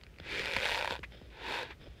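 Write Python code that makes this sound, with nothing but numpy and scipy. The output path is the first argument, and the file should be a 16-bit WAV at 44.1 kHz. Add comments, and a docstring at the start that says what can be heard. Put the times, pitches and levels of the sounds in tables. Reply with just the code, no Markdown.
"""In a bowl of cornstarch, close to the microphone, a spatula is pressed down twice.
The powder yields by stick-slip friction: quick bursts of tiny grain clicks grow into separate
creaking snaps as it packs, and the hollow under the spatula resonates. Each press ends in a short
squeak, where the slips fuse into a tone. Around the presses come ticking crumbs, small knocks of
the bowl and soft rustles, over a low handling rumble. At the very end a new press just begins."""
import sys
import numpy as np
from scipy import signal
from scipy.io import wavfile
from scipy.ndimage import uniform_filter1d

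SR = 44100
rng = np.random.default_rng(int(sys.argv[2]) if len(sys.argv) > 2 else 0)


def wav_record(signal):
    """Record a signal, one row per channel, as 16-bit PCM in the file named by sys.argv[1]."""
    frames = np.transpose(np.atleast_2d(signal))
    bounded = np.clip(frames, -1, 1)
    # unit amplitude maps onto the largest positive 16-bit level
    quanta = np.round(bounded * 32767).astype(np.int16)
    wavfile.write(sys.argv[1], SR, quanta)


N = 88200
T = np.arange(N) / SR

# strength of the handling rumble: t/s, level/dB
RUMBLE_ENVELOPE = [(0, -55.5), (.9, -56), (1.62, -56.5), (1.74, -54.5), (1.85, -57.5)]
# spectra of the rumble and of hiss: f/Hz, relative level/dB
RUMBLE_SPECTRUM = [(20, -37), (52, 3), (70, -5.5), (110, -8), (260, -21.5), (700, -51.5)]
HISS_SPECTRUM = [(100, -9), (400, 2), (900, -10.5), (2500, -9.5), (6000, -22.5), (15000, -39.5)]
# crumbs ticking as the spatula arrives: t/s, level/dB
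CRUMB_TICKS = [(0.0131, -47), (0.0362, -41.5), (0.067, -46.5), (0.142, -54), (0.162, -51), (.186, -42),
               (1.304, -52)]
# spectra of loose and of packed powder: f/Hz, relative level/dB
LOOSE_SPECTRUM = [(120, -9), (440, -8), (700, -15.5), (1150, -16.5), (2340, -3), (3240, -12.5), (3580, -12),
                  (5170, -19), (5960, -26.5), (10100, -36.5), (15500, -47.5)]
PACKED_SPECTRUM = [(120, -30.5), (270, -12.5), (450, -3.5), (1000, -2.5), (1220, -11.5), (1530, 0),
                   (1950, -5.5), (2600, -2.5), (3150, -10.5), (3600, -5), (5000, -15), (6400, -24.5),
                   (9700, -30.5), (15500, -38)]
# first press: t/s, level/dB, slip rate/Hz, level of slip over stick/dB, packing (0-1)
PACKING_PRESS = [(.19, -66, 280, -23, 0), (.255, -47, 237, -3, .1), (.32, -38, 223, 11, 0.32),
                 (.405, -36.5, 171, 5, 0.06), (.44, -38, 167, 11.5, 0.37), (.605, -37, 149, 14, 0.36),
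                 (.66, -34, 169, 13.5, 0.56), (.77, -35, 170, 16.5, 0.69), (.86, -43.5, 190, 8.5, 0.71),
                 (.93, -37, 190, 16, 1), (.99, -59.5, 92, 28, 0.88)]
# second press, into packed powder: t/s, level/dB
PACKED_PRESS = [(1.31, -61.5), (1.45, -42.5), (1.495, -38.5), (1.55, -37.5), (1.625, -41), (1.645, -45.5),
                (1.688, -54), (1.708, -47), (1.755, -75)]
# resonance of the hollow under the spatula: t/s, f/Hz, gain/dB
HOLLOW_RESONANCE = [(.28, 370, 5), (.405, 407, 15), (.435, 446, -1), (.47, 470, 9.5), (.74, 572, 3),
                    (.95, 565, 9), (1.48, 425, 12), (1.6, 546, 3.5), (1.67, 406, 14)]
# knocks of the bowl: t/s, click level/dB, thud level/dB
BOWL_KNOCKS = [(0.199, -40, -46), (.565, -37, -45), (.906, -34, -45.5), (0.991, -37.5, -46.5),
               (1.2154, -48, -47), (1.874, -45.5, -49.5)]
# spectrum of the spatula, rubbed or knocked: f/Hz, relative level/dB
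SPATULA_SPECTRUM = [(230, 3.5), (600, -1.5), (1100, -17), (1500, -8), (2900, -10.5), (3450, -5),
                    (4500, -19), (5100, -11), (6200, -36.5), (12000, -43)]
# separate collapses of the powder: t/s, level/dB
COLLAPSES = [(0.3958, -26), (0.4579, -26), (0.536, -27.5), (0.5652, -19.5), (0.5682, -23), (0.6309, -30),
             (.6441, -26.5), (0.6557, -23.5), (0.6628, -26), (0.6723, -26.5), (.6947, -27.5), (.72, -23.5),
             (.7252, -28.5), (0.7473, -26), (0.7558, -26), (0.7771, -25.5), (0.789, -34.5), (0.8114, -27),
             (.8261, -25.5), (0.8468, -24), (.857, -27), (0.8765, -23.5), (0.9085, -23.5), (.954, -31.5),
             (0.964, -34.5), (1.543, -32), (1.5632, -38), (1.5886, -30.5), (1.613, -37), (1.631, -30.5)]
# squeaks as the pressure lets go: t/s, duration/s, start f/Hz, end f/Hz, level/dB
RELEASE_SQUEAKS = [(1.0298, .0235, 823, 3040, -43.5), (1.704, .033, 759, 2190, -52.5)]
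# spectrum of a squeak: f/Hz, relative level/dB
SQUEAK_SPECTRUM = [(300, -9), (950, -2), (2450, 3.5), (3100, -7), (9000, -34.5)]
# a light rustle after each press, then the swelling crunch of a new press starting in loose powder:
# t/s, rise/s, decay/s, level/dB
GRAINY_SWELLS = [(1.103, 0.021, .12, -51.5), (1.795, 0.023, .11, -54), (1.96, 0.16, .1, -49.5)]


def amp(db):
    """Amplitude ratio of a level in decibels."""
    return 10 ** (np.asarray(db) / 20)


def unit_rms(x):
    """Normalisation to unit mean power."""
    return x / np.sqrt(np.mean(x ** 2) + 1e-20)


def unit_peak(x):
    """Normalisation to unit envelope at the loudest moment."""
    return x / np.sqrt(2 * uniform_filter1d(x ** 2, size=45).max())


def add(mix, s, sound):
    """Superposition of a sound that starts at time s."""
    part = mix[max(round(s * SR), 0):][:len(sound)]
    part += sound[:len(part)]


def add_centred(mix, s, sound):
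    """Superposition of a sound centred on time s."""
    half = len(sound) // 2
    padded = np.pad(mix, (half, 0))
    add(padded, s, sound)
    mix[:] = padded[half:]


def curves(table):
    """Linear interpolation of each column over time."""
    s, *columns = np.transpose(table)
    return [np.interp(T, s, c) for c in columns]


def during(table):
    """Rectangular window over a table's time span."""
    return (T > table[0][0]) & (T < table[-1][0])


def colour(x, spectrum, size=4096):
    """Minimum-phase filtering, with unit energy in the impulse response."""
    f, db = np.transpose(spectrum)
    hz = abs(np.fft.fftfreq(size, 1 / SR))
    gain = amp(np.interp(np.log(hz + 1), np.log(f + 1), db))
    log_gain = np.log(np.maximum(gain, 1e-5))
    response = np.exp(np.conj(signal.hilbert(log_gain)))
    taps = np.fft.ifft(response).real[:size // 2]
    return signal.fftconvolve(x, taps / np.linalg.norm(taps))[:len(x)]


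def background():
    """Filtered noise: low handling rumble and a faint hiss."""
    rumble = unit_rms(colour(rng.standard_normal(N), RUMBLE_SPECTRUM, size=16384))
    hiss = amp(-64) * colour(rng.standard_normal(N), HISS_SPECTRUM)
    return rumble * amp(curves(RUMBLE_ENVELOPE)[0]) + hiss


def burst(ms, size=2048):
    """A brief pulse is broadband: a main slip inside a longer, weaker shower of grains."""
    t_ms = (np.arange(size) - size // 2) * 1000 / SR
    main, skirt = (np.cos(np.pi * np.clip(t_ms / width, -.5, .5)) ** 2 for width in (ms, 1.9 * ms))
    return rng.standard_normal(size) * (main + amp(-19.5) * skirt)


def softened(x, level_db):
    """Gentle pressure breaks grains less sharply, and a blunter pulse carries less treble."""
    low = signal.sosfiltfilt(signal.butter(2, 5360, fs=SR, output="sos"), x)
    treble_db = 0.8 * np.maximum(level_db + 35, -20)  # flat at a level of -35 dB
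    return low + (x - low) * amp(treble_db)


def crumbs():
    """Impulsive excitation: loose crumbs tick as the spatula arrives."""
    out = np.zeros(N)
    for s, db in CRUMB_TICKS:
        tick = colour(softened(burst(ms=2.4), db), LOOSE_SPECTRUM)
        add_centred(out, s, amp(db) * unit_peak(tick))
    return out


def bowl_reflections(x, decay_s=0.01):
    """Early reflections from the walls of the bowl die away exponentially."""
    t = T[:SR // 20]
    taps = rng.standard_normal(len(t)) * np.exp(-t / decay_s)
    return x + amp(-11.5) * signal.fftconvolve(x, taps / np.linalg.norm(taps))[:N]


def stick_slip(level_db, slip_hz, depth_db, jitter=.22, decay_cycles=.32, grains_per_s=11000):
    """Relaxation oscillation: each uneven slip sets off a dying shower of grain clicks."""
    wander = unit_rms(uniform_filter1d(rng.standard_normal(N), size=300))
    cycles = np.cumsum(slip_hz * np.exp(jitter * wander)) / SR
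    strength_db = rng.standard_normal(N)[cycles.astype(int)]  # one draw per slip
    envelope = amp(strength_db + depth_db * np.exp(-(cycles % 1 / decay_cycles) ** 2))
    grains = rng.choice([-1, 1], N) * amp(2 * rng.standard_normal(N))
    grains *= rng.random(N) < grains_per_s / SR
    shower = envelope * grains
    running_rms = np.sqrt(abs(uniform_filter1d(shower ** 2, size=1100)) + 1e-9)
    return amp(level_db) * softened(shower, level_db) / running_rms


def powder(x, packing):
    """Compaction shifts the powder's spectrum from loose to packed."""
    return (1 - packing) * colour(x, LOOSE_SPECTRUM) + packing * colour(x, PACKED_SPECTRUM)


def resonate(x, hz, width_hz):
    """Resonance by heterodyning: shift hz down to zero, low-pass, shift back."""
    carrier = np.exp(2j * np.pi * np.cumsum(hz * np.ones(N)) / SR)
    r = np.exp(-np.pi * width_hz / SR)
    baseband = signal.lfilter([(1 - r) ** 2], [1, -2 * r, r * r], x / carrier + 1e-18)
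    return 2 * (carrier * baseband).real


def hollow(x, packing):
    """Cavity resonance: the hollow groans at a moving pitch; packing adds a higher mode."""
    hz, db = curves(HOLLOW_RESONANCE)
    lower = amp(db) * resonate(x, hz, width_hz=225)
    upper = amp(6.5) * packing * resonate(x, hz=891, width_hz=245)
    return lower + upper


def presses(packing):
    """Source and filter: two spells of stick-slip friction excite the powder and the hollow."""
    level_db, slip_hz, depth_db, _ = curves(PACKING_PRESS)
    first = stick_slip(level_db, slip_hz, depth_db) * during(PACKING_PRESS)
    second = stick_slip(*curves(PACKED_PRESS), slip_hz=420, depth_db=5.5) * during(PACKED_PRESS)
    return powder(first, packing) + colour(second, PACKED_SPECTRUM) + hollow(first + second, packing)


def knocks(start_hz=718, end_hz=54.4, fall_s=0.0067, ring_hz=494):
    """Damped vibration after impact: a click, a short hollow ring and a thud of falling pitch."""
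    out, t = np.zeros(N), T[:SR // 5]
    hz = end_hz + (start_hz - end_hz) / (1 + t / fall_s) ** 2
    thud = np.sin(2 * np.pi * np.cumsum(hz) / SR) * np.exp(-t / 0.11)
    ring = amp(2) * np.sin(2 * np.pi * ring_hz * t) * np.exp(-t / 0.0019)
    for s, click_db, thud_db in BOWL_KNOCKS:
        click = unit_peak(colour(burst(ms=6), SPATULA_SPECTRUM))
        add_centred(out, s + 0.0017, amp(click_db) * click)
        add(out, s, amp(thud_db) * (thud + ring))
    return out


def dust_fizz(peak_s=0.68, width_s=0.23):
    """Incoherent noise: the finest dust hisses smoothly at the height of the first press."""
    hiss = colour(rng.standard_normal(N), HISS_SPECTRUM)
    fizz = signal.sosfilt(signal.butter(2, 6600, "high", fs=SR, output="sos"), hiss)
    return amp(-58) * unit_rms(fizz) * np.exp(-((T - peak_s) / width_s) ** 2)


def snaps(packing, ms=2.7, ring_hz=912, ring_s=0.0015):
    """Sudden release of stress: large slips, which ring briefly once the powder is packed."""
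    out, t = np.zeros(N), T[:SR // 20]
    ring_envelope = amp(-2.5) * t / ring_s * np.exp(1 - t / ring_s)
    for s, db in COLLAPSES:
        packed = packing[round(s * SR)]
        ring = ring_envelope * np.sin(2 * np.pi * ring_hz * rng.uniform(0.938, 1.055) * t)
        crack = powder(softened(burst(ms), level_db=-37.5), packed)
        add_centred(out, s, amp(db) * unit_peak(crack))
        add(out, s - ms / 2000, amp(db) * packed ** 2 * ring)  # from the onset of the slip
    return out


def squeaks():
    """Frictional self-oscillation: slips so fast that they fuse into a rough rising tone."""
    out = np.zeros(N)
    for s, length, start_hz, end_hz, db in RELEASE_SQUEAKS:
        progress = np.arange(0, 1, 1 / (length * SR))
        pitch_noise, rasp_noise = rng.standard_normal((2, N))[:, :len(progress)]
        wobble = 1 + .1 * unit_rms(uniform_filter1d(pitch_noise, size=30))
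        hz = start_hz * (end_hz / start_hz) ** progress * wobble
        phase = 2 * np.pi * np.cumsum(hz) / SR
        tone = unit_rms(colour(sum(np.cos(k * phase) for k in (1, 2, 3)), SQUEAK_SPECTRUM))
        rasp = amp(4) * (1 - progress) * colour(rasp_noise, SQUEAK_SPECTRUM)
        add(out, s, amp(db) * np.sqrt(np.sin(np.pi * progress)) * (tone + rasp))
    return out


def grainy_swells():
    """Friction noise: a rustle rises and fades after each press, then a new press starts to crunch."""
    envelope = np.zeros(N)
    for s, rise, decay, db in GRAINY_SWELLS:
        attack = np.clip((T - s) / rise, 0, 1)
        envelope += amp(db) * attack * np.exp(-np.maximum(T - s - rise, 0) / decay)
    grain_db = 3.3 * unit_rms(uniform_filter1d(rng.standard_normal(N), size=120))
    return envelope * unit_rms(colour(rng.standard_normal(N) * amp(grain_db), SPATULA_SPECTRUM))


def scene():
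    """Superposition of all sources at one close microphone."""
    packing = curves(PACKING_PRESS)[-1]
    in_bowl = presses(packing) + dust_fizz() + snaps(packing) + crumbs() + squeaks() + grainy_swells()
    return (bowl_reflections(in_bowl) + knocks() + background())[None]


def record(dry, cutoff_hz=15750):
    """Band limiting by a linear-phase low-pass filter."""
    taps = signal.firwin(511, cutoff_hz, window=("kaiser", 9), fs=SR)
    return signal.oaconvolve(dry, taps[None], "same")


dry = scene()
out = record(dry)
wav_record(out)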